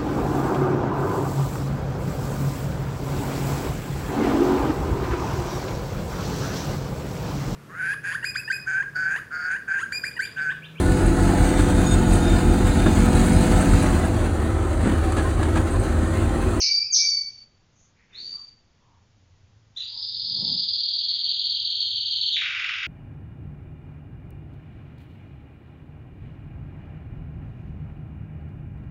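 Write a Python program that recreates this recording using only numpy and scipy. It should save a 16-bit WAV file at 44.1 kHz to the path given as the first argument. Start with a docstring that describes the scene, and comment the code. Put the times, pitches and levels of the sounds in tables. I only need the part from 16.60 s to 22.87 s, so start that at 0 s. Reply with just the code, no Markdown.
"""Caged canary in an echoing room

A canary sings in a cage under the ceiling of a bare room, a few metres from a phone: two falling slurs with
thin whistles, a soft rising call, then a trill of arched notes that stumbles once, sinks and breaks into a rattle.
Each note is a gliding tone with overtones and a little breath noise; echoes and a fading noise tail smear it.
Filtered noise makes the quiet room air, a wavering hum, a low rumble that swells once and a few faint sounds."""
import sys
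import numpy as np
from scipy import signal
from scipy.fft import rfft, irfft
from scipy.io import wavfile
from scipy.ndimage import uniform_filter1d

SR = 44100
rng = np.random.default_rng(int(sys.argv[2]) if len(sys.argv) > 2 else 0)


def dump(signal):
    """Clip the signal to [-1, 1] and save it as 16-bit WAV at the path in sys.argv[1]."""
    limited = np.clip(np.atleast_2d(signal).T, -1, 1)
    pcm = np.round(limited * 32767).astype(np.int16)
    wavfile.write(sys.argv[1], SR, pcm)


N = 276507
T = np.arange(N) / SR  # time in seconds

# strength of each harmonic of the soft call and of the note that leads into the trill, lowest first: level_db
CALL_HARMONICS = [-0.5, -32.5]


def trill(gain_db=9.0, scatter_db=1.16):
    """About twenty arched notes a second, between one lead-in and one closing note; lower arches fall more slowly."""
    # strength of each harmonic, lowest first: level_db
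    harmonics = [0, -24]
    # pitch and level along the lower, slower lead-in note: (time_s, pitch_hz, level_db)
    lead_in = [(3.161, 3260, -26.5), (3.168, 3775, -24), (3.175, 4060, -16.5), (3.19, 3910, -28),
               (3.195, 3570, -30), (3.197, 2910, -33), (3.203, 2530, -44)]
    # pitch and level along the lower, stronger closing note: (time_s, pitch_hz, level_db)
    lead_out = [(5.704, 3795, -35), (5.711, 4125, -22), (5.718, 3878, -15), (5.727, 3467, -16),
                (5.736, 3220, -20.5), (5.742, 2900, -18.5)]
    # runs of evenly spaced notes: (first_crest_s, last_crest_s)
    runs = [(3.224, 3.372), (3.422, 3.777), (3.826, 3.973), (4.032, 4.285), (4.336, 4.587), (4.638, 5.152),
            (5.202, 5.661)]
    # pitch of the crests as the trill sinks: (time_s, pitch_hz)
    crest_pitch = [(3.23, 4740), (3.31, 5067), (3.8, 4955), (4.3, 4758), (4.65, 4668), (5.65, 4543),
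                   (5.72, 4130)]
    # high notes are quick, low ones drawl and lean on their low end: (top_hz, fall_s, upstroke_db, low_end_db)
    shapes = [(4515, .018, -26, 1), (4752, .0105, -7, -4.5), (5020, 0.01, -14, -5)]
    # how hard the bird sings, before gain_db is added: (time_s, level_db)
    effort = [(3.24, -41), (3.32, -36), (3.45, -31), (3.65, -30), (3.85, -28.5), (4.0, -29), (4.6, -28.5),
              (5.4, -30.5), (5.72, -29)]
    # for a while the bird faces a wall and its notes arrive that way: (time_s, share of the power sent to the wall)
    wall_share = [(3.4, 0.01), (3.53, 1), (3.83, 0.94), (3.87, 0.17), (3.92, 0.011)]
    period_s, rise_s, wall_delay_s = .051, .008, 0.019  # the period is approximate

    out = np.zeros(N)
    add(out, syrinx(lead_in, CALL_HARMONICS, waver=0.013, breath_db=-21), lead_in[0][0])
    add(out, syrinx(lead_out, harmonics, waver=.012, breath_db=-30), lead_out[0][0])
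    for first_s, last_s in runs:
        count = 1 + round(abs(last_s - first_s) / period_s)
        for crest_s in np.linspace(first_s, last_s, count):
            top_hz = curve(crest_pitch, crest_s)[0] * (1 + 0.0016 * rng.standard_normal())
            contour = arch(top_hz, rise_s, *curve(shapes, top_hz))
            note = syrinx(contour, harmonics, waver=0.013, breath_db=-55.0)
            # no two notes are quite equally strong
            note = note * undb(curve(effort, crest_s)[0] + gain_db + scatter_db * rng.standard_normal())
            turned = np.clip(curve(wall_share, crest_s)[0], 0, 1)
            add(out, note * np.sqrt(1 - turned), crest_s - rise_s)
            add(out, note * np.sqrt(turned), crest_s - rise_s + wall_delay_s)
    return out


def arch(top_hz, rise_s, fall_s, up_db, low_db):
    """Contour of a note that flicks up, crests at time 0 and sweeps down."""
    start_share, end_share = .8, 0.67  # shares of the top pitch
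    rise_bend, fall_bend = 2.2, 1.2
    attack_s, release_s = 0.0026, 0.0015
    accent_db, accent_after_s, accent_width_s = 6, .0015, .0024  # an accent just past the crest

    t = note_times(rise_s + fall_s)
    up = np.clip(1 - t / rise_s, 0, 1)
    down = np.clip((t - rise_s) / fall_s, 0, 1)
    drop = np.sin(down * np.pi / 2) ** fall_bend
    hz = top_hz * (1 - (1 - start_share) * up ** rise_bend - (1 - end_share) * drop)
    accent = accent_db * np.exp(-((t - rise_s - accent_after_s) / accent_width_s) ** 2)
    db = up_db * np.sqrt(up) + low_db * drop + accent
    return np.column_stack([t - rise_s, hz, db + fade_db(t, attack_s, release_s)])


def calls(lead_s):
    """Everything sung before the trill: falling slurs, thin whistles and a soft rising call."""
    out = np.zeros(N + int(lead_s * SR))
    add_slurs(out, lead_s)
    add_whistles(out, lead_s)
    add_soft_call(out, lead_s)
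    return out


def add_slurs(out, lead_s):
    """Loud falling notes, strongest on their second harmonic, that ease down to a shelf and then drop away."""
    # pitches are those of the fundamental, whose strength is relative to the second harmonic:
    # (start_s, length_s, shelf_hz, end_hz, drop_s, attack_s, release_s, level_db, fundamental_db)
    slurs = [(-.03, 0.054, 2666, 1788, .019, .045, 0.012, -9.5, -22.5),
             (0.314, .038, 2726, 1588, .009, .03, 0.0084, -5, -45)]
    top_hz, bend = 3300, 2
    for start_s, length_s, shelf_hz, end_hz, drop_s, attack_s, release_s, db, fundamental_db in slurs:
        t = note_times(length_s)
        ease = np.clip(t / (length_s - drop_s), 0, 1) ** bend
        drop = np.clip(1 - (length_s - t) / drop_s, 0, 1)
        hz = top_hz + (shelf_hz - top_hz) * ease + (end_hz - shelf_hz) * drop
        contour = np.column_stack([t, hz, db + fade_db(t, attack_s, release_s)])
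        add(out, syrinx(contour, [fundamental_db, 0], waver=0.01, breath_db=-45.5), lead_s + start_s)


def add_whistles(out, lead_s):
    """Thin notes with a slow, straight glide, strongest on their second harmonic."""
    # pitches are those of the fundamental: (start_s, length_s, start_hz, end_hz, level_db)
    whistles = [(0.021, 0.25, 2285, 2378, -18), (0.177, 0.11, 2574, 2490, -24.5),
                (0.369, 0.23, 2325, 2250, -17)]
    # strength of each harmonic, lowest first: level_db
    harmonics = [-17.5, 0, -33.5]
    for start_s, length_s, start_hz, end_hz, db in whistles:
        t = note_times(length_s)
        hz = np.linspace(start_hz, end_hz, len(t))
        contour = np.column_stack([t, hz, db + fade_db(t, attack_s=0.02, release_s=0.15)])
        add(out, syrinx(contour, harmonics, waver=0.0054, breath_db=-50.5), lead_s + start_s)


def add_soft_call(out, lead_s):
    """A note that holds a low step, jumps, then glides up and settles on its top pitch while it swells."""
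    start_s, length_s, level_db, swell_db = 1.513, 0.24, -30.5, 9
    step_hz, step_s, jump_s, step_db = 3620, .032, .012, -2
    from_hz, top_hz, glide_s = 3800, 4640, 0.0284

    t = note_times(length_s)
    glide_hz = top_hz + (from_hz - top_hz) * np.exp((step_s - t) / glide_s)
    on_step = np.clip((step_s - t) / jump_s, 0, 1)
    hz = on_step * step_hz + (1 - on_step) * glide_hz
    db = level_db + step_db * on_step - swell_db * (1 - t / length_s) ** 2
    db = db + fade_db(t, attack_s=0.028, release_s=0.044)
    contour = np.column_stack([t, hz, db])
    add(out, syrinx(contour, CALL_HARMONICS, waver=0.011, breath_db=-19), lead_s + start_s)


def rattle():
    """Very short S-shaped plunges in pitch, rich in overtones, that sound almost like clicks."""
    # one row a plunge, with the pitch it falls towards: (middle_s, foot_hz, level_db)
    plunges = [(5.764, 1438, -20.5), (5.813, 1272, -19.5), (5.858, 1270, -21), (5.904, 1260, -21.5),
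               (5.949, 1258, -20.5), (5.996, 1272, -20.5), (6.044, 1278, -20.5), (6.091, 1267, -20.5),
               (6.138, 1288, -21.5), (6.184, 1282, -22.5), (6.231, 1261, -20.5)]
    # strength of each harmonic, lowest first: level_db
    harmonics = [-1.2, -14.5, -15, -21]
    # the voice carries best midway down each plunge and again at its foot: (centre_hz, width_hz, boost_db)
    carry = [(2520, 330, 9.5), (1370, 90, 7)]
    length_s, depth_hz, edge_db = 0.016, 2718, -21
    steepest_s, slope_s = 0.0077, 0.001914

    out = np.zeros(N)
    t = note_times(length_s)
    edges_db = edge_db * (2 * t / length_s - 1) ** 2  # quieter towards both ends
    for middle_s, foot_hz, db in plunges:
        hz = foot_hz + depth_hz / (1 + np.exp((t - steepest_s) / slope_s))
        carry_db = sum(boost_db * np.exp(-((hz - centre) / width) ** 2) for centre, width, boost_db in carry)
        contour = np.column_stack([t, hz, db + edges_db + carry_db])
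        note = syrinx(contour, harmonics, waver=0.014, breath_db=-23.5, beak_hz=5400)
        add(out, note, middle_s - length_s / 2)
    return out


def syrinx(contour, harmonics_db, waver, breath_db, beak_hz=7500):
    """The voice: a tone along (s, Hz, dB) points with a little air; the beak holds back the highest overtones."""
    t = np.arange(contour[0][0], contour[-1][0], 1 / SR)
    hz, db = (uniform_filter1d(c, size=64) for c in curve(contour, t))
    hz = hz * (1 + waver * wander(400, len(t)))
    phase = 2 * np.pi * np.cumsum(hz) / SR
    tone = np.sin(phase) * undb(harmonics_db[0])
    for k, overtone_db in enumerate(harmonics_db[1:], 2):
        beak_gain = 1 / (1 + (k * hz / beak_hz) ** 8)
        tone += undb(overtone_db) * np.sin(k * phase) * beak_gain
    highpass = signal.butter(2, 2200, "high", fs=SR, output="sos")
    air = signal.sosfilt(highpass, rng.standard_normal(len(t)))
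    soft_ends = signal.windows.tukey(len(t), min(130 / len(t), 1))
    return (tone + air * undb(breath_db)) * undb(db) * soft_ends


def fade_db(t, attack_s, release_s, depth_db=-26):
    """Attack, hold and release of a note over its times t, in dB."""
    attack = np.clip(1 - t / attack_s, 0, 1) ** 2
    release = np.clip(1 - (t[-1] - t) / release_s, 0, 1) ** 2
    return depth_db * (attack + release)


def note_times(length_s):
    """Times from the start of a note to its end."""
    return np.arange(0, length_s, 1 / SR)


def room(x, facing_db, near_s=0.0028, beam_hz=900):
    """Direct sound, quick scatter off the cage and its corner, hard reflections and a diffuse, ringing tail."""
    # early reflections from ceiling and walls, before direct_db is applied: (delay_s, gain)
    echoes = [(.0012, 0.037), (.0027, 0.49), (.0118, 0.17), (.0195, 0.27), (.027, 0.14)]
    # room modes that stand out of the tail: (pitch_hz, level_db)
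    modes = [(3193, 9.5), (3271, 13.5), (3769, 10.5), (3887, 9), (4255, 12), (4351, 1), (4545, 9),
             (4670, 6), (4835, 5.5)]
    t60_s, build_s = .52, .014  # time to fade by 60 dB, and time to build up
    direct_db, near_db = -1.5, -10.5

    t = T[:2 * SR // 3]
    decay = np.log(1000) / t60_s
    tail = rng.standard_normal(len(t)) * np.exp(-decay * t) * (1 - np.exp(-t / build_s))
    # crowded room modes share the energy evenly between neighbouring pitches
    spectrum = rfft(tail)
    local_power = signal.fftconvolve(np.abs(spectrum) ** 2, signal.windows.hann(80) / 40, "same")
    tail = irfft(spectrum / np.sqrt(local_power))
    for hz, db in modes:
        tail += undb(db) * 2 * decay / SR * np.exp(-decay * t) * np.sin(2 * np.pi * hz * t)
    tail *= np.clip((.62 - t) / .1, 0, 1)  # fade the end of the tail to silence

    scatter = rng.standard_normal(len(t)) * np.exp(-t / near_s)
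    early = undb(near_db) * scatter / np.linalg.norm(scatter)
    direct = (0.00019, 0.58)
    for delay_s, gain in [direct] + list(echoes):
        early[int(delay_s * SR)] += gain * undb(direct_db)
    # the beak beams high notes forward; low ones spread all round and arrive mostly by way of the walls
    early = signal.lfilter(*signal.butter(1, beam_hz, "high", fs=SR), early)
    near_sound = signal.fftconvolve(x * undb(facing_db), early)
    return (near_sound + signal.fftconvolve(x, tail))[:len(x)]


def background():
    """The quiet bed under the song: room air, hum, rumble and faint sounds."""
    out = room_air()
    out += hum()
    out += rumble()
    add_faint_sounds(out)
    return out


def room_air():
    """Steady noise, strongest in the bass."""
    # relative strength across the spectrum: (pitch_hz, level_db per Hz)
    colour = [(20, 3), (40, -1), (60, 0), (130, 0), (200, -4), (350, -12), (700, -15), (1500, -17.5),
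              (2600, -15.5), (4500, -14.5), (7200, -16.5)]
    return noise(colour) * undb(-58.9)


def hum(hum_hz=99):
    """A narrow band of noise whose level wavers and swells."""
    # moments when the hum is louder: (middle_s, spread_s, gain_db)
    swells = [(2.33, 0.12, 8.5), (3.698, 0.54, 8.5)]
    level_db, waver_db = -64, 3.5
    swells_db = sum(db * np.exp(-((T - s) / spread) ** 2) for s, spread, db in swells)
    return narrow(hum_hz, 26, N) * undb(level_db + swells_db + waver_db * wander(2.7, N))


def rumble():
    """Low noise that grows, holds briefly and dies away."""
    # relative strength across the spectrum: (pitch_hz, level_db per Hz)
    colour = [(29, -51.5), (50, -13), (103, -7.5), (193, 4.5), (253, -4), (400, -19), (487, -14),
              (580, -20.5), (965, -18), (1500, -51.5), (1950, -74), (3300, -120)]
    peak_s, hold_s, peak_db = 3.83, 0.092, -41
    rise_db_per_s, fall_db_per_s = 95, 136
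    before_db = (peak_s - T) * rise_db_per_s
    after_db = (T - peak_s - hold_s) * fall_db_per_s
    below_peak_db = np.maximum(before_db, after_db).clip(0)
    return noise(colour) * undb(peak_db - below_peak_db)


def add_faint_sounds(out):
    """Far, faint bands of noise that swell and fade."""
    # each swell spans three times its length_s: (middle_s, length_s, centre_hz, width_hz, level_db)
    faint = [(1.225, 0.087, 6390, 900, -57.5), (1.418, 0.06, 2115, 597, -61),
             (1.563, 0.072, 2267, 987, -56), (1.651, .16, 299, 340, -63.5), (1.788, 0.066, 1158, 256, -62),
             (2.319, .12, 1006, 258, -65), (3.379, 0.081, 932.5, 199.3, -63), (4.548, .14, 2013, 501, -66),
             (4.659, .07, 800, 453, -68)]
    for middle_s, length_s, hz, width_hz, db in faint:
        swell = signal.windows.hann(int(3 * length_s * SR))
        add(out, swell * narrow(hz, width_hz, len(swell)) * undb(db), middle_s - len(swell) / SR / 2)


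def suppressor(x, threshold_db=-49, knee_db=6):
    """Turns the treble down whenever little sound is left in it."""
    treble = signal.sosfiltfilt(signal.butter(2, 2000, "high", fs=SR, output="sos"), x)
    level_db = 10 * np.log10(np.abs(uniform_filter1d(treble ** 2, size=1500)) + 1e-12)
    cut_db = 6.5 * np.clip((threshold_db - level_db) / knee_db, 0, 1)
    return x + treble * (undb(-cut_db) - 1)


def undb(db):
    """Decibels to gain."""
    return 10 ** (np.asarray(db) / 20)


def curve(rows, t):
    """Columns of a table, read at t along its first column and joined by straight lines."""
    first, *columns = np.transpose(rows)
    return [np.interp(t, first, c) for c in columns]


def unit(x):
    """Scale to rms 1."""
    return x / np.sqrt(np.mean(x ** 2))


def noise(colour):
    """Noise of rms 1 with a spectrum shaped by (Hz, dB) points."""
    hz, db = np.transpose(colour)
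    f = np.arange(N // 2 + 1) * SR / N
    gain = undb(np.interp(np.log(f + 1), np.log(hz), db))
    return unit(irfft(rfft(rng.standard_normal(N)) * gain, N))


def wander(rate, size):
    """Random motion: straight lines between random points, rate of them a second, spread near 1."""
    return np.interp(np.arange(size) * rate / SR, np.arange(size), rng.standard_normal(size))


def narrow(hz, width_hz, size):
    """A band of noise of rms 1: a tone whose size and phase wander."""
    sos = signal.butter(2, width_hz / 2, fs=SR, output="sos")
    a, b = signal.sosfilt(sos, rng.standard_normal((2, size)))
    phase = 2 * np.pi * hz * T[:size]
    return unit(a * np.cos(phase) + b * np.sin(phase))


def add(out, x, start_s):
    """Mix x into out at a given time, leaving off what falls outside."""
    i = int(round(start_s * SR))
    x = x[max(-i, 0):max(len(out) - i, 0)]
    out[max(i, 0):max(i, 0) + len(x)] += x


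def scene():
    """The bird, already singing at the start, in its room."""
    # how squarely the bird faces the phone, as gain of direct sound, scatter and reflections: (time_s, gain_db)
    facing = [(0, -7), (.3, -5), (1.5, -3), (3.17, -3), (3.23, -7), (3.33, -6), (3.42, 2), (3.5, 0),
              (3.8, 2.5), (3.92, 3), (3.98, 1), (4.03, 3), (4.09, 3), (4.14, 0), (4.29, 1), (4.4, -1),
              (4.85, .5), (5.7, .5), (5.77, -2.5), (5.95, -1.5), (6.09, 1.5), (6.15, -1.5), (6.23, -.5)]
    lead_s = .1  # song before the start, so that its echoes are already there
    song = calls(lead_s)
    song[-N:] += trill() + rattle()
    facing_db = curve(facing, np.arange(len(song)) / SR - lead_s)[0]
    return (room(song, facing_db)[-N:] + background())[None]


def record(dry):
    """The phone suppresses quiet hiss, has a narrow notch in the treble and cuts off the highest sounds."""
    notched = signal.lfilter(*signal.iirnotch(4000, 45, fs=SR), suppressor(dry))
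    eased = notched * signal.windows.tukey(N, .002)  # very short fades at both ends
    return signal.sosfilt(signal.butter(30, 7050, fs=SR, output="sos"), eased)


dry = scene()
out = record(dry)
dump(out)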